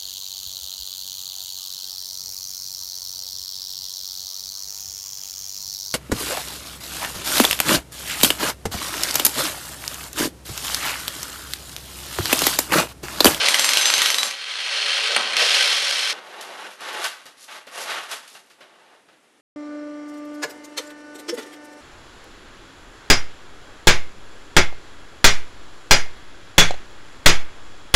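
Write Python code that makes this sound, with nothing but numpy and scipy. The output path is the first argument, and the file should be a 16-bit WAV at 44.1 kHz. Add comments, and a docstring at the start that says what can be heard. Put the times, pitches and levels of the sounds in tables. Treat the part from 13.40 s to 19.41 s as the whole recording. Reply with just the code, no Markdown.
"""Demolition hammer, then rubble cleared by hand

In a timber-framed room an electric demolition hammer chisels a concrete footing: each blow cracks
and restarts a set of dying sines, the ring of the steel. The tool runs on with rasping gears (coloured
grains) and kicks, until a hard cut at 2.73 s goes straight to the rubble: grains and noise bursts make
broken concrete dragged across the floor by hand, with knocks and clinks. Faint outdoor air lies behind."""
import sys
import numpy as np
from scipy import signal
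from scipy.fft import rfft, irfft, next_fast_len
from scipy.io import wavfile

SR = 44100
rng = np.random.default_rng(int(sys.argv[2]) if len(sys.argv) > 2 else 0)


def wav_out(sig):
    """Save sig, one row per channel (or a flat mono array), as 16-bit PCM at SR to the path in sys.argv[1]."""
    wavfile.write(sys.argv[1], SR, np.round(np.clip(np.atleast_2d(sig).T, -1, 1) * 32767).astype(np.int16))


N = 265036  # samples, about 6 s

# Resonances of housing and gear case: (frequency [Hz], width [Hz], lift [dB])
HOUSING = [(392, 21, 0.5), (553, 28, 6.5), (796, 37, 2.5), (1153, 35, 1.5), (1287, 31, 4.5),
           (1554, 24, 9.5), (1894, 33, -2), (1937, 70, 4.5), (2210, 82, 2), (2330, 30, 1.5), (2690, 64, 3),
           (2960, 120, -0.5), (3040, 54, 3), (3196, 90, 5), (4220, 92, 9.5), (4410, 32, 8.5),
           (7547, 200, -2), (9300, 780, 5.5)]
# Hollow resonances of the floor boards: (frequency [Hz], width [Hz], lift [dB])
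BOARDS = [(342, 19, -0.5), (523, 28, 4.5), (678, 18, 6), (858, 46, 5), (1120, 40, 6.5), (1270, 35, 4.5),
          (1400, 30, 1.5), (1554, 50, 3.5), (1840, 120, 2.5), (2810, 74, 6), (3080, 50, 3),
          (3560, 75, -0.5), (3450, 80, 0.5), (3900, 79, 5)]
# Ring of the loose pieces: (frequency [Hz], width [Hz], lift [dB])
STONES = [(1180, 61, 3), (1430, 200, 1), (2710, 93, 0), (3430, 100, 2)]
# Low spectrum of tool and floor shaking: (frequency [Hz], relative level [dB])
RUMBLE = [(25, -38), (70, -34), (140, -13.5), (210, -3), (310, -2.5), (520, 1.5), (1100, 6), (2000, -0.5),
          (4000, -35), (13000, -60)]
# Spectrum of the tip cracking concrete: (frequency [Hz], relative level [dB])
CRACK = [(30, -41.5), (150, -42), (500, -16.5), (1200, 2.5), (3300, 8), (6000, 3), (8000, -7.5),
         (12000, -10.5), (13500, -31)]
# Spectrum of stone grinding on stone: (frequency [Hz], relative level [dB])
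GRIND = [(100, -60), (600, -1), (1100, -0.5), (1500, 2.5), (2300, -0.5), (3300, -2), (4500, -7),
         (7000, -17), (13000, -46)]


def chisel():
    """Each blow cracks the concrete, chokes the old ring of the steel and starts a new one, duller or brighter."""
    # Piston blows: (time [s], crack [dB], ring [dB], pitch where the steel rings most [Hz])
    blows = [(0.085, -2, -20.5, 8540), (0.144, -2, -36.5, 5930), (0.1943, -2, -23, 8020),
             (0.2442, -3.5, -20.5, 8500), (0.2908, -5, -24, 6200), (0.3344, -5.5, -31, 4000),
             (.3718, -1.5, -18, 4000), (.4129, -12.5, -18, 6200), (0.4564, -6, -19.5, 6210),
             (0.5017, -6.5, -25.5, 5600), (0.5388, -5, -21, 5020), (0.5805, -9.5, -25, 6500),
             (0.6185, -3, -30.5, 7500), (0.6594, -6.5, -26.5, 4000), (0.7026, -6.5, -26, 6200),
             (0.744, -10, -28.5, 7540), (.7843, -8.5, -19.5, 4000), (0.831, -8, -28, 7900),
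             (.881, -35, -42, 6500)]
    # Free ring of the steel: (frequency [Hz], level [dB], decay by 60 dB [s])
    steel_modes = [(3920, 2, .2), (5012, -3, .3), (6118, 0, .35), (6223, -5, .25), (7483, -3.5, .4),
                   (8036, -12, .25), (8753, -4, .28), (8850, -8, .15), (10928, -13, .45), (11520, -9, .22)]
    # Grit sprayed from the tip: (frequency [Hz], relative level [dB])
    spray_spectrum = [(500, -39), (3000, -9.5), (6000, -0.5), (9000, 3.5), (10500, -1), (11600, 7),
                      (12300, -4.5), (13000, -24)]
    spray_db, spray_t60_s = -24, 0.23  # level relative to the crack
    falloff_db_per_octave, scatter_db = -15.5, 2.5

    times, crack_db, ring_db, centre_hz = np.transpose(blows)
    t = np.arange(N) / SR
    last = np.maximum(np.searchsorted(times, t) - 1, 0)  # index of the latest blow
    age = np.maximum(t - times[last], 0)
    spray_envelope = dying(times, crack_db + spray_db, spray_t60_s)
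    spray = spray_envelope * colour(grains(per_s=3900, spread_db=2.0), spray_spectrum)
    out = burst(times, crack_db, 0.012, CRACK) + spray
    for hz, level_db, t60 in steel_modes:
        octaves_off = np.abs(np.log2(hz / centre_hz))
        strength_db = ring_db + level_db + falloff_db_per_octave * octaves_off
        strength_db = strength_db + rng.normal(0, scatter_db, len(times))
        # the tip seats differently every time
        pitch = hz * (1 + 0.0021 * rng.standard_normal(len(times)))
        ring = np.sin(2 * np.pi * pitch[last] * age)
        out = out + from_db(strength_db[last] - 60 * age / t60) * ring
    return out


def motor():
    """Gear teeth and loose parts clatter in the droning housing; load adds rattle, screech and floor rumble."""
    # How hard the motor drives the gears: (time [s], level [dB])
    effort_curve = [(0, -17), (.07, -17.5), (.11, -24), (.3, -22), (.65, -20.5), (.75, -28), (.87, -30.5),
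                    (.95, -34), (1.2, -26.5), (1.46, -21), (1.75, -21), (1.83, -24.5), (1.95, -25),
                    (1.99, -17), (2.24, -17.5), (2.35, -20.5), (2.6, -22.5), (2.72, -23)]
    # Leaning on the tool: (start [s], end [s], rattle [dB], screech [dB], floor rumble [dB])
    loads = np.array([(0, 0.871, -25, -45.5, -29.5), (1.965, 2.733, -27, -29, -38.5)])
    # The housing groans as the mechanism takes hold: (time [s], level [dB])
    groans = np.array([(.04, -33), (1.72, -32), (2.02, -27.5)])
    # Spectra of gears, loose parts, screech and drone: (frequency [Hz], relative level [dB])
    rasp_spectrum = [(200, -43.5), (330, -28.5), (440, -13), (700, -11.5), (1050, -8.5), (1300, -5.5),
                     (2000, -1.5), (3100, 2), (4300, -2.5), (5400, -6.5), (7000, -15), (10000, -23),
                     (14000, -58.5)]
    rattle_spectrum = [(2000, -24), (4000, 11.5), (6000, 9), (7500, 2), (9700, 2), (11800, -2.5),
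                       (12600, -16.5), (13200, -38)]
    screech_spectrum = [(500, -52.5), (3500, -7), (4500, -5), (5400, 3), (5900, -11.5), (7000, -22),
                        (13000, -53.5)]
    drone_spectrum = [(200, -45), (340, -21), (410, -2), (560, 1.5), (680, -3), (1000, -20), (4000, -61.5)]
    # what follows the effort even without load, relative to it
    free_rattle_db, free_screech_db, free_rumble_db, free_drone_db = -18.5, -28.5, -24.5, -13
    drone_follows = 1.48  # the drone grows faster than the rasp: dB per dB
    attack_s, sag_db_per_s, release_db_per_s = 0.035, -7, -170
    groan_width_s = 0.032  # from the peak to 1/e

    t = np.arange(N) / SR
    times, effort_db = np.transpose(effort_curve)
    effort = from_db(np.interp(t, times, effort_db))
    leaning = [push(start, end, attack_s, sag_db_per_s, release_db_per_s) for start, end in loads[:, :2]]
    load_levels_db = [(free_rattle_db, free_screech_db, free_rumble_db), *loads[:, 2:]]
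    rattle_gain, screech_gain, rumble_gain = together([effort] + leaning, load_levels_db)
    swells = [np.exp(-((t - s) / groan_width_s) ** 2) for s in groans[:, 0]]
    drone_gain = together([effort ** drone_follows] + swells, [free_drone_db, *groans[:, 1]])

    shake = rms_one(from_db(1.74 * drift(330)))  # the striker tumbles unevenly in its tube
    rasp = from_db(-1.0) * effort * colour(grains(per_s=12000, spread_db=2.5), rasp_spectrum, HOUSING)
    rattle = rattle_gain * colour(grains(per_s=6000, spread_db=4.5), rattle_spectrum)
    screech = screech_gain * colour(rng.standard_normal(N), screech_spectrum)
    rumble = rumble_gain * colour(rng.standard_normal(N), RUMBLE, HOUSING)
    drone = drone_gain * colour(rng.standard_normal(N), drone_spectrum, HOUSING)
    return shake * (rasp + rattle + screech) + rumble + drone


def kicks():
    """A hard clack and a thud as the tip bites, then the housing and floor shudder."""
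    # The housing jolts as the chisel slips: (time [s], clack [dB], bite of the tip [dB], thud [dB])
    jolts = [(1.7637, -5, -25, -23), (1.935, -21, -24, -48), (1.968, -19, -6.5, -45)]
    # Spectrum of a jolt: (frequency [Hz], relative level [dB])
    jolt_spectrum = [(30, -44), (200, -44), (550, 4.5), (1000, -8), (2500, 5), (4200, -4), (7000, -17),
                     (9000, -7), (12000, -28), (13000, -47)]
    # Resonances of the casing: (frequency [Hz], width [Hz], lift [dB])
    casing = [(1320, 200, 10), (2420, 240, 6.3), (4250, 300, 6), (8860, 750, 7.5)]
    shudder_db, shudder_t60_s = -3.5, 1  # level relative to the thud

    times, clack_db, bite_db, thud_db = np.transpose(jolts)
    clack = burst(times, clack_db, 0.026, jolt_spectrum, casing)
    bite = burst(times, bite_db, 0.0084, CRACK)
    thud = burst(times, thud_db, 0.092, RUMBLE, HOUSING)
    shudder = burst(times, thud_db + shudder_db, shudder_t60_s, RUMBLE, HOUSING)
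    return clack + bite + thud + shudder


def rubble():
    """Coarse pieces rub the boards and grind on each other in fits and starts while sand hisses between them."""
    # Strokes of the hand: (start [s], length [s], stones grinding [dB], boards rubbed [dB],
    # sandy hiss [dB], swell [dB/s])
    strokes = np.array([(2.687, 0.099, -35.5, -37.5, -51, -44), (2.806, 0.2, -45, -45, -57, 15),
                        (2.989, 0.28, -43.5, -44.5, -54, 17), (3.275, .05, -43.5, -57, -49, 0),
                        (3.368, 0.12, -44, -50, -56, 116), (3.491, 0.11, -35, -39, -44, 18),
                        (3.595, 0.028, -25.5, -47, -33.5, -3), (3.959, 0.089, -56.5, -71, -48.5, 15),
                        (4.069, 0.097, -42.5, -52.5, -51, 35), (4.284, .10, -51.5, -57.5, -56, 175),
                        (4.362, 0.079, -38, -42, -37, 0), (4.446, 0.14, -28, -38, -40, -26),
                        (4.596, 0.045, -38, -50, -45.5, 2), (4.669, 0.065, -39, -49, -43, 95),
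                        (4.89, .08, -66, -56, -51, 0), (5.16, 0.41, -58.5, -57, -73, 2)])
    # Spectra of rubbed boards and hissing sand: (frequency [Hz], relative level [dB])
    rub_spectrum = [(40, -38), (130, -25.5), (195, -11.5), (280, -12), (350, -4), (520, -4.5), (830, -5),
                    (1100, -9.5), (2000, -15), (8000, -53)]
    sand_spectrum = [(150, -50), (1500, -18), (3500, 0), (6000, 1), (8000, -3.5), (11500, -1.5),
                     (12500, -13), (13200, -34)]

    envelopes = [stroke(start, length, swell) for start, length, *_, swell in strokes]
    grind_gain, rub_gain, sand_gain = together(envelopes, strokes[:, 2:-1])
    catching = rms_one(from_db(0.63 * drift(110)))
    rub = rub_gain * colour(grains(per_s=4000, spread_db=1.7), rub_spectrum, BOARDS)
    grind = grind_gain * colour(grains(per_s=5000, spread_db=2.5), GRIND, BOARDS + STONES)
    sand = sand_gain * colour(grains(per_s=4000, spread_db=2.5), sand_spectrum)
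    return catching * (rub + grind + sand)


def stroke(start, length, swell_db_per_s):
    """The hand pushes and lets go; loose pieces go on sliding and settle more slowly."""
    attack_s, release_db_per_s = 0.045, -230
    settle_db, settle_db_per_s = -12, -68
    pushed = push(start, start + length, attack_s, swell_db_per_s, release_db_per_s)
    settling = push(start, start + length, attack_s, swell_db_per_s, settle_db_per_s)
    return np.maximum(pushed, from_db(settle_db) * settling)


def lumps():
    """A lump lands with a tick, a clack on its neighbours and a trickle of grit; the boards thump under it."""
    # Lumps knocking: (time [s], clink [dB], stony clack [dB], board thump [dB])
    landings = [(3.010, -35, -42, -53), (3.408, -41, -42, -48), (3.642, -25, -20, -51),
                (3.856, -41.5, -40.5, -46), (4.079, -56, -38.5, -67), (4.269, -46, -39.5, -44),
                (4.500, -34, -26, -47), (4.714, -30, -31.5, -55), (4.827, -61, -48, -60),
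                (4.877, -43, -63, -70), (4.948, -60.5, -40, -51.5), (5.060, -59, -72, -65),
                (5.100, -55, -49, -63), (5.206, -56, -41, -47), (5.682, -68, -49.5, -56),
                (5.727, -68, -58, -56), (5.833, -69, -60, -59)]
    # Spectra of clink and thump: (frequency [Hz], relative level [dB])
    clink_spectrum = [(100, -55), (800, -37), (2500, 2), (4500, 5.5), (7000, -0.5), (12000, -1.5),
                      (13200, -32)]
    thump_spectrum = [(30, -24), (90, -20), (140, 3), (330, 5.5), (700, 3), (1200, -24), (2500, -40),
                      (10000, -70)]
    clack_rise_s = 0.005  # the neighbours are jostled one after another

    times, clink_db, clack_db, thump_db = np.transpose(landings)
    tick = burst(times, clink_db, 0.012, clink_spectrum)
    grit = colour(grains(per_s=3500, spread_db=2.5), clink_spectrum)
    trickle = from_db(-2) * dying(times, clink_db, 0.25) * grit
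    lag = np.exp(-1 / (clack_rise_s * SR))
    jostled = signal.lfilter([1 - lag], [1, -lag], dying(times, clack_db, 0.16))
    clack = jostled * colour(grains(per_s=6000, spread_db=2.5), GRIND, BOARDS + STONES)
    thump = burst(times, thump_db, 0.15, thump_spectrum, BOARDS)
    return tick + trickle + clack + thump


def thuds():
    """The floor gives a low, short boom under a weight."""
    # Dull thuds of weight on the floor: (time [s], level [dB])
    weights = [(4.517, -53), (5.681, -54)]
    # Spectrum of the boom: (frequency [Hz], relative level [dB])
    thud_spectrum = [(30, -14), (130, -5), (200, 2), (400, -25), (2000, -63)]
    times, level_db = np.transpose(weights)
    return burst(times, level_db, 0.089, thud_spectrum)


def outdoor_air():
    """Steady noise of distant outdoor air through the open walls."""
    # Spectrum of the air: (frequency [Hz], relative level [dB])
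    air_spectrum = [(25, -17), (60, -8.5), (150, 1.5), (300, 7.5), (600, 2.5), (1200, -1.5), (2200, -2),
                    (5000, -11), (11000, -13.5), (12500, -24.5), (13200, -42)]
    return from_db(-59) * colour(rng.standard_normal(N), air_spectrum)


def room(x, wet_db, wall_hz):
    """Direct sound plus dense, dulled reflections from the timber walls."""
    t60_s = 0.34
    t = np.arange(SR // 2) / SR
    tail = rng.standard_normal(len(t)) * from_db(-60 * t / t60_s)
    tail = tail * (t > .004)  # the first reflection takes 4 ms
    dulling = signal.butter(1, wall_hz, fs=SR, output="sos")
    tail = signal.sosfilt(dulling, tail / np.linalg.norm(tail))
    return x + from_db(wet_db) * signal.fftconvolve(x, tail)[:N]


def burst(times, levels_db, t60, spectrum, resonances=()):
    """Impacts on a body whose dense modes die together."""
    return dying(times, levels_db, t60) * colour(rng.standard_normal(N), spectrum, resonances)


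def dying(times, levels_db, t60):
    """An envelope that jumps at each time and falls 60 dB in t60 seconds."""
    jumps = np.zeros(N)
    jumps[np.round(np.asarray(times) * SR).astype(int)] = from_db(levels_db)
    return signal.lfilter([1], [1, -from_db(-60 / (t60 * SR))], jumps + 1e-18)


def push(start, end, attack_s, slope_db_per_s, release_db_per_s):
    """An envelope that rises, holds with a slope and dies away."""
    t = np.arange(N) / SR
    held = np.clip(t, start, end) - start
    after = np.maximum(t - end, 0)
    rise = np.clip((t - start) / attack_s, 0, 1)
    return rise * from_db(slope_db_per_s * held + release_db_per_s * after)


def together(envelopes, levels_db):
    """Envelopes added in power: one gain curve for each column of levels."""
    return np.sqrt(from_db(levels_db).T ** 2 @ np.array(envelopes) ** 2)


def grains(per_s, spread_db):
    """Random tiny contacts: many weak ones, a few strong; rms 1."""
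    born = rng.random(N) < per_s / SR
    sizes = from_db(spread_db * np.minimum(rng.exponential(1, N), 4))
    return rms_one(born * sizes * rng.choice([-1, 1], N))


def drift(rate):
    """Smooth chance with rms 1, heading for a new value so many times a second."""
    knots = rng.standard_normal(N // 16)
    return rms_one(np.interp(np.arange(N) * rate / SR, np.arange(len(knots)), knots))


def colour(x, spectrum, resonances=()):
    """Give a signal a broad spectrum with resonant humps on it; rms 1."""
    size = next_fast_len(N + 4096)
    hz = np.maximum(np.arange(size // 2 + 1) * SR / size, 1)
    points = np.array(spectrum, float)
    db = np.interp(np.log(hz), np.log(points[:, 0]), points[:, 1])
    for centre, width, lift in resonances:
        db = db + lift / (1 + (2 * (hz - centre) / width) ** 2)
    return rms_one(irfft(rfft(x, size) * from_db(db), size)[:N])


def rms_one(x):
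    """Scale to unit power."""
    return x / np.sqrt(np.mean(x ** 2) + 1e-20)


def from_db(db):
    """Decibels to gain."""
    return 10 ** (np.asarray(db) / 20)


def scene():
    """Hammering up to a hard cut that takes its echoes too, then clearing up; faint outdoor air throughout."""
    cut_s, fade_s = 2.731, 0.00078
    before_cut = np.clip((cut_s - np.arange(N) / SR) / fade_s, 0, 1)
    hammer = room(chisel() + motor() + kicks(), wet_db=-7.5, wall_hz=7070)
    clearing = room((1 - before_cut) * rubble() + lumps() + thuds(), wet_db=-7, wall_hz=4970)
    return (before_cut * hammer + clearing + outdoor_air())[None]


def record(dry):
    """The loudest peaks are rounded off, the small microphone thins the bass, the top is cut."""
    full_scale, low_cut_hz, top_hz = .7, 308, 14300
    rounded = dry / (1 + (dry / full_scale) ** 4) ** (1 / 4)
    thin = signal.sosfilt(signal.butter(1, low_cut_hz, "high", fs=SR, output="sos"), rounded)
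    return signal.sosfiltfilt(signal.cheby2(12, 40, top_hz, fs=SR, output="sos"), thin)


dry = scene()
out = record(dry)
wav_out(out)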